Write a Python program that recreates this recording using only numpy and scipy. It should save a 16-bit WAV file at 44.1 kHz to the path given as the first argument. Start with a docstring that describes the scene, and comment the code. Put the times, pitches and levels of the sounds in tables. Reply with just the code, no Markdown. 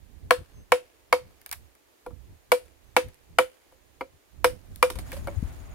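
"""A heavy blade chops a green bamboo stem that lies on a rock in a forest, about a metre away.
Each blow knocks the stem's wall, tears fibres and sets the air in the hollow ringing. Between runs of
blows the blade prises off splinters and taps the stem; at the end the stem is shifted, rustling and
splitting further. Ground and trees scatter the sound. Behind it are leaves, an insect and a bird,
and moving air rumbles on the microphone."""
import sys
import numpy as np
from scipy import signal
from scipy.fft import rfft, irfft
from scipy.io import wavfile
from scipy.ndimage import uniform_filter1d

SR = 44100
rng = np.random.default_rng(int(sys.argv[2]) if len(sys.argv) > 2 else 0)


def int16_out(signal):
    """Quantize to a 16-bit WAV file."""
    q = np.round(np.clip(np.atleast_2d(signal).T, -1, 1) * 32767)
    wavfile.write(sys.argv[1], SR, q.astype(np.int16))


N = 253134
TIME = np.arange(N) / SR

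# full blows; hollow, crack and fizz are relative to the strength: (time [s], strength [dB], hollow [dB],
# crack [dB], fizz [dB], dent pitch [Hz], hollow pitch [Hz], bite length [s])
BLOWS = [(0.3066, -17, -0.5, -12, -13.5, 1120, 498.2, 0.0038),
         (0.7189, -18.5, 3, -11.5, -14.5, 1068, 499.4, 0.0043),
         (1.1252, -19, 0.8, -13.5, -16, 1042, 502, 0.0042),
         (2.517, -19.5, 4.5, -11.5, -9, 1072, 498, 0.005),
         (2.9641, -18.5, 0, -9.5, -13.5, 848, 502.7, 0.0065),
         (3.3845, -17, 0.1, -17.5, -13, 1119, 510, 0.0053), (4.4428, -20, 4, -10, -8, 1047, 500, 0.0059),
         (4.8258, -19, 2.5, -12.5, -11, 1110, 502.7, 0.0042)]
# high ringing tones of the bamboo wall: (pitch [Hz], level [dB], time to fade by 60 dB [s])
HIGH_WALL_TONES = [(1608, 5, 0.018), (1851, -3.5, 0.033), (2162, 3, 0.03), (2287.5, 2, 0.035),
                   (2510, -6, 0.013), (3000, -7, 0.023), (3430, -11, 0.019), (4630, -14, 0.031)]
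# tone colour of breaking wood: (frequency [Hz], level [dB])
WOOD_COLOUR = [(300, -24.5), (700, -1.5), (1100, -1), (1700, -1), (2400, -3.5), (2900, -6.5), (4000, -16.5),
               (8000, -29)]


def undb(db):
    """Turn decibels into a gain to multiply by."""
    return 10 ** (np.asarray(db) / 20)


def unit(x):
    """Scale a sound to an average (rms) level of 1."""
    return x / np.sqrt(np.mean(x ** 2))


def burst(x, db):
    """Scale a short sound so that its energy, spread over 20 ms, has this level."""
    return x * undb(db) * np.sqrt(SR / 50 / np.mean(np.sum(x ** 2, axis=-1)))


def pan(db):
    """Left and right gains that make the left louder by db and keep the total power."""
    gains = undb(np.array([[.5], [-.5]]) * db)
    return gains / np.sqrt(np.mean(gains ** 2, axis=0))


def curves(table):
    """Join a table's rows by straight lines in time, giving one curve for each value column."""
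    times, *columns = np.transpose(table)
    return [np.interp(TIME, times, column) for column in columns]


def fade(t, t60):
    """A smooth decay that drops 60 dB in t60 seconds."""
    return np.exp(-np.log(1000) * t / max(t60, 1e-4))


def colour(x, points, size=4096):
    """Filter a sound so that its tone colour follows (frequency [Hz], level [dB]) points."""
    hz, db = np.transpose(points)
    log_hz = np.log(np.fft.rfftfreq(size, 1 / SR) + 1)
    log_gain = np.log(undb(np.interp(log_hz, np.log(hz), db)))
    # folding the cepstrum keeps the filter from sounding before a hit arrives
    cepstrum = irfft(log_gain)
    cepstrum[1:size // 2] *= 2
    cepstrum[size // 2 + 1:] = 0
    response = irfft(np.exp(rfft(cepstrum)))
    return signal.fftconvolve(x, response[None], axes=-1)[:, :x.shape[-1]]


def noise(points):
    """Coloured noise at level 1, unrelated left and right."""
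    return unit(colour(rng.standard_normal((2, N)), points))


def wobble(rate):
    """A random drift of size about 1 that heads for a new value rate times a second."""
    step = int(SR / rate)
    return uniform_filter1d(np.repeat(rng.standard_normal(N // step + 1), step), step)[:N]


def add(out, start, x):
    """Mix a sound in at a start time in seconds."""
    i = int(start * SR)
    out[..., i:i + x.shape[-1]] += x[..., :N - i]


def leaves(level_db=-63):
    """Forest leaves make a soft, slightly wavering hush."""
    # tone colour of the hush: (frequency [Hz], level [dB])
    hush_colour = [(59, -30), (100, -8), (174, -20), (255, -5), (315, -2), (648, -6), (721, -7.5),
                   (1060, -10.5), (1520, -13.5), (1650, -11), (6700, -20), (15000, -19.5), (16000, -28)]
    return noise(hush_colour) * undb(level_db + 0.58 * wobble(9.6)) * pan(-2.1)


def insect(throb_hz=17):
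    """A far insect trills: a narrow, high band of noise that throbs."""
    # course of the trill: (time [s], level [dB], throb depth [0-1])
    trill_course = [(0, -82.5, 0.03), (4.7, -80, 0.28), (5.05, -67, 0.9), (5.74, -69, 0.6)]
    db, depth = curves(trill_course)
    throb = 1 + depth * np.sin(2 * np.pi * throb_hz * TIME)
    band = signal.butter(2, [6600, 6850], "band", fs=SR, output="sos")
    trill = signal.sosfilt(band, rng.standard_normal((2, N)))
    return unit(trill) * throb * undb(db)


def bird():
    """A distant bird gives thin whistles with a wavering pitch."""
    # the calls: (time [s], length [s], pitch [Hz], level [dB])
    whistles = [(0.5, 0.17, 6320, -65.5), (2.798, .17, 6270, -76.5)]
    out = np.zeros((2, N))
    waver_hz = 110 * wobble(200)
    for start, length, hz, db in whistles:
        n = int(length * SR)
        tone = np.sin(2 * np.pi * np.cumsum(hz + waver_hz[:n]) / SR)
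        add(out, start, undb(db) * np.hanning(n) * tone)
    return out


def puff(peak_s, db, width_s):
    """The power of one brief swell of air."""
    return (undb(db) * np.exp(-.5 * ((TIME - peak_s) / width_s) ** 2)) ** 2


def wind(eddy_db=4.0, sheltered_db=-22.5, facing_db=4.5, swing_s=4.79, swing_length_s=0.068):
    """A swirling breeze rumbles on the microphone; puffs are quicker air and sound higher."""
    # tone colour of the rumble, before its pitch is scaled: (frequency [Hz], level [dB])
    rumble_colour = [(20, -15), (45, -1), (75, 1), (110, -6.5), (170, -16.5), (300, -19.5), (600, -36.5),
                     (1500, -62)]
    # the breeze on the right side: (time [s], level [dB])
    breeze_course = [(0.0, -44), (0.96, -65), (1.32, -64), (1.62, -52.5), (1.8, -78), (1.86, -63.5),
                     (1.98, -82), (2.1, -42.5), (2.4, -57.5), (3.18, -59), (3.36, -47), (3.54, -80),
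                     (3.72, -62.5), (4.02, -54.5), (4.2, -83), (4.38, -40), (4.92, -44.5), (4.98, -36.5),
                     (5.72, -46)]
    # single puffs that reach both sides: (time [s], level [dB], half-width [s])
    single_puffs = [(0.26, -42, 0.025), (0.405, -38.5, 0.018), (0.59, -43, 0.028), (1.25, -50.5, .05),
                    (1.61, -54.5, .035), (2.31, -48, 0.031), (3.07, -40.5, .022), (3.31, -50, 0.024),
                    (4.15, -57, .02), (4.71, -44, .02)]
    right_db, = curves(breeze_course)
    # the left side is sheltered until the breeze swings round
    swung = np.clip((TIME - swing_s) / swing_length_s + .5, 0, 1)
    left_db = right_db + sheltered_db + (facing_db - sheltered_db) * swung
    breeze = undb([side_db + eddy_db * wobble(14) for side_db in (left_db, right_db)])
    # each stroke of the arm pushes air too
    draughts = sum(puff(start + .01, db=-52.5, width_s=0.021) for start, *_ in BLOWS)
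    puffs = np.sqrt(draughts + sum(puff(*row) for row in single_puffs))
    low_rumble = noise([(hz * .92, db) for hz, db in rumble_colour])
    high_rumble = noise([(hz * 1.25, db) for hz, db in rumble_colour])
    return low_rumble * breeze + high_rumble * puffs


def bumps():
    """Soft bumps on the microphone, each a brief swell of a low tone."""
    # the bumps: (time [s], pitch [Hz], level [dB], length [s], left minus right [dB])
    soft_bumps = [(5.363, 84, -18.5, 0.035, 26), (5.426, 130, -16, 0.006, 11), (5.434, 61, -23.5, .035, 13)]
    out = np.zeros((2, N))
    t = np.arange(SR // 5) / SR
    for start, hz, db, length, pan_db in soft_bumps:
        swell = np.sin(np.pi * np.minimum(t / length, 1))
        add(out, start, undb(db) * np.sin(2 * np.pi * hz * t) * swell * pan(pan_db))
    return out


def rustle(start_s=4.4, fade_in_s=.5):
    """Cloth and fallen leaves rub as the stem is shifted: a grainy hiss over a lower body."""
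    # course of the rubbing: (time [s], hiss level [dB], body level [dB])
    rub_course = [(4.4, -58.5, -51), (4.594, -66.5, -61.5), (4.84, -60.5, -62.5), (4.982, -83, -54),
                  (5.068, -55, -52.5), (5.276, -60, -54), (5.548, -60.5, -55.5), (5.74, -66, -55)]
    # tone colours of the hiss and the body: (frequency [Hz], level [dB])
    hiss_colour = [(1500, -12.5), (3500, 2), (7000, -2), (10000, 1.5), (15000, -4)]
    body_colour = [(150, -3), (310, 13), (430, 0), (600, 10.5), (1000, 5), (2300, -0.5), (4000, -13.5),
                   (8000, -33)]
    hiss_db, body_db = curves(rub_course)
    grains = rng.standard_normal((2, N)) * undb(5.2 * rng.standard_normal(N))
    hiss = unit(colour(grains, hiss_colour)) * undb(hiss_db + 0.95 * wobble(34)) * pan(-1.2)
    body = noise(body_colour) * undb(body_db + 1.6 * wobble(17))
    return (hiss + body) * np.clip((TIME - start_s) / fade_in_s, 0, 1)


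def echoes(x, near_db=-6, far_db=-29):
    """Rock and bank throw back a short, dense echo; stirring leaves add a faint, long, blurred one."""
    # tone colour of what ground and trees scatter: (frequency [Hz], level [dB])
    echo_colour = [(150, -14), (500, -6.5), (1000, -11), (2000, -8.5), (4000, -2.5), (8000, 0),
                   (15000, -4.5)]
    t = np.arange(SR) / SR
    near_tail, far_tail = rng.standard_normal((2, 2, SR))
    near_tail = near_tail * fade(t, t60=0.18) * (1 - np.exp(-(t / 0.0073) ** 2))
    far_tail = far_tail * fade(t, t60=0.91) * (1 - np.exp(-t / 0.044))
    thrown = colour(x, echo_colour) / np.sqrt(SR)
    near = signal.fftconvolve(thrown, unit(near_tail), axes=-1)[:, :N]
    far = signal.fftconvolve(thrown, unit(far_tail), axes=-1)[:, :N]
    blur = unit(np.array([wobble(400), wobble(400)]))
    return undb(near_db) * near + undb(far_db) * far * blur


def fibres(t, length_s, tail_db=-15, catch_s=0.0002):
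    """Tiny breaks of uneven size begin as the edge catches and die out as it stops."""
    breaks, unevenness = rng.standard_normal((2, 2, len(t)))
    rise = 1 - np.exp(-t / catch_s)
    fall = np.exp(-(t / length_s) ** 2) + undb(tail_db) * np.exp(-t / (2 * length_s))
    return breaks * undb(3.5 * unevenness) * rise * fall


def wood_ring(t, tones, rise_s, spread_hz):
    """The wood rings with its own tones, a little changed each time as each blow hits a new spot."""
    out = 0
    for hz, db, t60 in tones:
        size, shift, phase, side = rng.standard_normal(4)
        # higher tones vary more in pitch and are less alike left and right
        hz = hz * (1 + .012 * np.sqrt(hz / 700) * shift)
        apart = np.array([[-.5], [.5]]) * (0.19 + side * (hz / spread_hz) ** 2)
        tone = np.sin(2 * np.pi * (hz * t + phase) + apart)
        out = out + undb(db + 2 * size) * fade(t, t60) * tone
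    return out * (1 - np.exp(-t / rise_s))


def hollow(t, hz, t60, swell_s=.0062):
    """Air in the struck chamber swells and rings; the next chamber, a bit higher, beats against it."""
    side_phase = np.array([[0], [.85]])
    struck = np.sin(2 * np.pi * hz * t + side_phase) * fade(t, t60)
    neighbour = np.sin(2 * np.pi * (hz * 1.07 * t + rng.random()) + side_phase) * fade(t, t60=0.15)
    swell = 1 - np.exp(-(t / swell_s) ** 2)
    return (struck + undb(-17) * neighbour) * swell * pan(-2.0)


def dent(t, hz, length_s=0.0035):
    """The wall gives under the edge and springs back within a few cycles."""
    swell = (t / length_s) * np.exp(-(t / length_s) ** 2)
    return np.sin(2 * np.pi * hz * t) * swell * np.ones((2, 1))


def contact(clack_db, crunch_db, hollow_db, thud_db, crack_db, fizz_db,
            dent_hz, hollow_hz, hollow_t60, bite_s, pan_db):
    """One hit rings the stem and tears fibres. 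Gives (ringing, breaking); levels go with the knock."""
    # tones of the damp, split wall, and of the whole stem bending on the rock:
    # (pitch [Hz], level [dB], time to fade by 60 dB [s])
    wall_tones = [(667.4, -3.5, 0.058), (725, -4.5, 0.065), (815, -6.5, 0.036), (960, -3, 0.064),
                  (1045, -6.5, 0.062), (1164, 0, 0.039), (1329, -3, 0.05), (1444, -2, 0.034)]
    bending_tones = [(201, -13, 0.059), (229, -8.5, 0.095), (274.5, -5, 0.1), (328.7, -0.5, .14),
                     (395, 0, 0.087)]
    # tone colours of cracking fibres and of the finest, fizzing ones: (frequency [Hz], level [dB])
    crack_colour = [(800, -27), (2000, -5.5), (3200, 0), (4700, -1), (5600, -5), (7300, -11), (12000, -26)]
    fizz_colour = [(2500, -28), (6000, -12.5), (7400, -11.5), (8400, 1), (11000, 0), (14700, -6.5),
                   (16000, -9.5)]
    long_t = np.arange(SR // 5) / SR
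    t = long_t[:SR // 14]
    ringing, breaking = np.zeros((2, 2, len(long_t)))
    wall = burst(wood_ring(t, wall_tones, rise_s=.0009, spread_hz=1100), 0)
    knock = burst(burst(dent(t, dent_hz), -2.2) + wall, 1.1)
    clack = burst(wood_ring(t, HIGH_WALL_TONES, rise_s=0.002, spread_hz=3400), clack_db)
    thud = burst(wood_ring(long_t, bending_tones, rise_s=.002, spread_hz=900), thud_db)
    air = burst(hollow(long_t, hollow_hz, hollow_t60), hollow_db)
    add(ringing, 0, (knock + clack) * pan(pan_db + 2.5))
    add(ringing, 0, thud * pan(pan_db) + air)
    # fibres give way all through the bite; the hard skin clicks as the edge enters
    crunch = burst(colour(fibres(t, 1.5 * bite_s, tail_db=-9.0), WOOD_COLOUR), crunch_db)
    crack = burst(colour(fibres(t, bite_s), crack_colour), crack_db)
    fine_fibres = burst(fibres(t, 1.6 * bite_s), 0)
    skin_click = burst(fibres(t, .3 * bite_s), -4.5)
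    fizz = burst(colour(fine_fibres + skin_click, fizz_colour), fizz_db) * pan(-2)
    add(breaking, 0, (crunch + crack + fizz) * pan(pan_db + 1.5))
    return np.array([ringing, breaking])


def splinters(travel_s=0.00065):
    """Strips of the wall and dry litter give way with bright snaps that ring the wall's high tones."""
    # the snaps: (time [s], tick level [dB], woody part relative to tick [dB], left minus right [dB])
    snaps = [(1.4144, -58.5, -6.5, 2), (1.461, -43.5, -8, -0.5), (1.4911, -52.5, -8, 4),
             (1.5131, -36, -8.5, 1), (1.5254, -38, -2.5, -2.5), (1.5289, -38, -8, 0),
             (1.7511, -64, -4.5, 3), (3.0844, -61, -2.5, 3), (3.1432, -62.5, -10.5, -4),
             (4.7585, -48, -16, 1.5), (5.1178, -46.5, 4, -1), (5.16, -63, 4, -8)]
    # tone colour of the tick: (frequency [Hz], level [dB])
    tick_colour = [(800, -25.5), (2500, -7.5), (4500, 0), (7000, -5.5), (9000, 0.5), (14500, 4),
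                   (16000, -3.5)]
    out = np.zeros((2, N))
    t = np.arange(SR // 20) / SR
    for start, db, woody_db, pan_db in snaps:
        tick = burst(colour(fibres(t, length_s=0.0015), tick_colour), 0)
        tear = burst(colour(fibres(t, length_s=0.0107, tail_db=-9.0), WOOD_COLOUR), -2)
        ring = burst(wood_ring(t, HIGH_WALL_TONES, rise_s=0.00034, spread_hz=6300), -4)
        snap = tick + undb(woody_db) * (tear + ring)
        add(out, start + travel_s, undb(db) * snap * pan(pan_db))
    return out


def splits(travel_s=.0009):
    """The cut wall tears along the grain as the stem is shifted, with more cracking than knock."""
    # the tears: (time [s], strength [dB], hollow relative to strength [dB], hollow pitch [Hz], length [s])
    tears = [(4.9, -44.5, -21, 473, 0.0054), (4.954, -55.5, 9, 515, 0.0073), (4.986, -50.5, -6, 544, .008),
             (5.127, -51.5, 12, 529, 0.018), (5.165, -56, 10.5, 557, .017)]
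    out = np.zeros((2, 2, N))
    for start, db, hollow_db, hollow_hz, length in tears:
        add(out, start + travel_s, undb(db) * contact(
            clack_db=-8.0, crunch_db=2.5, hollow_db=hollow_db, thud_db=0.3, crack_db=2.5, fizz_db=4.0,
            dent_hz=970, hollow_hz=hollow_hz, hollow_t60=0.068, bite_s=length, pan_db=-1.5))
    return out


def taps(travel_s=.0009):
    """Light knocks of the blade ring the stem and barely scratch it."""
    # the knocks; clack and scratch are relative to the strength:
    # (time [s], strength [dB], clack [dB], scratch [dB], hollow pitch [Hz])
    knocks = [(2.062, -42.5, -17, -19.5, 497.5), (2.105, -59.5, -15, -19, 493.6),
              (3.721, -64.5, -13, -11.5, 520), (4.008, -36.5, -3.5, -27, 507.3),
              (4.013, -41.5, -13.5, -30.5, 505.6), (5.271, -40, -9, -14, 568), (5.28, -43, -5, -35, 550)]
    out = np.zeros((2, 2, N))
    for start, db, clack_db, scratch_db, hollow_hz in knocks:
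        add(out, start + travel_s, undb(db) * contact(
            clack_db=clack_db, crunch_db=clack_db - 4, hollow_db=5.5, thud_db=-6.0,
            crack_db=scratch_db, fizz_db=scratch_db + 3.5,
            dent_hz=879, hollow_hz=hollow_hz, hollow_t60=.1, bite_s=.0045, pan_db=-.3))
    return out


def chops(travel_s=0.00082):
    """Full blows: the edge bites into the wall and the air in the hollow rings on."""
    out = np.zeros((2, 2, N))
    for start, db, hollow_db, crack_db, fizz_db, dent_hz, hollow_hz, bite_s in BLOWS:
        thud_db = -30 + 2500.5 * bite_s  # the longer the bite, the more the whole stem bends
        add(out, start + travel_s, undb(db) * contact(
            clack_db=-5.0, crunch_db=-2.5, hollow_db=hollow_db, thud_db=thud_db,
            crack_db=crack_db, fizz_db=fizz_db,
            dent_hz=dent_hz, hollow_hz=hollow_hz, hollow_t60=0.15, bite_s=bite_s, pan_db=-0.87))
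    return out


def scene():
    """The bamboo and its echoes, over the moving air and the forest."""
    ringing, breaking = chops() + taps() + splits()
    snaps = splinters()
    # the open cut sprays its sound at rock and bank; the wall faces the microphone
    thrown_back = echoes(breaking + undb(-5.5) * ringing + undb(-4.5) * snaps)
    bamboo = ringing + breaking + snaps + thrown_back
    return bamboo + wind() + bumps() + rustle() + leaves() + insect() + bird()


def record(dry, ceiling=0.94, hardness=6, top_hz=16000):
    """The recorder rounds off the loudest peaks and cuts the highest treble."""
    rounded = dry / (1 + np.abs(dry / ceiling) ** hardness) ** (1 / hardness)
    return signal.sosfilt(signal.ellip(8, .2, 70, top_hz, fs=SR, output="sos"), rounded)


dry = scene()
out = record(dry)
int16_out(out)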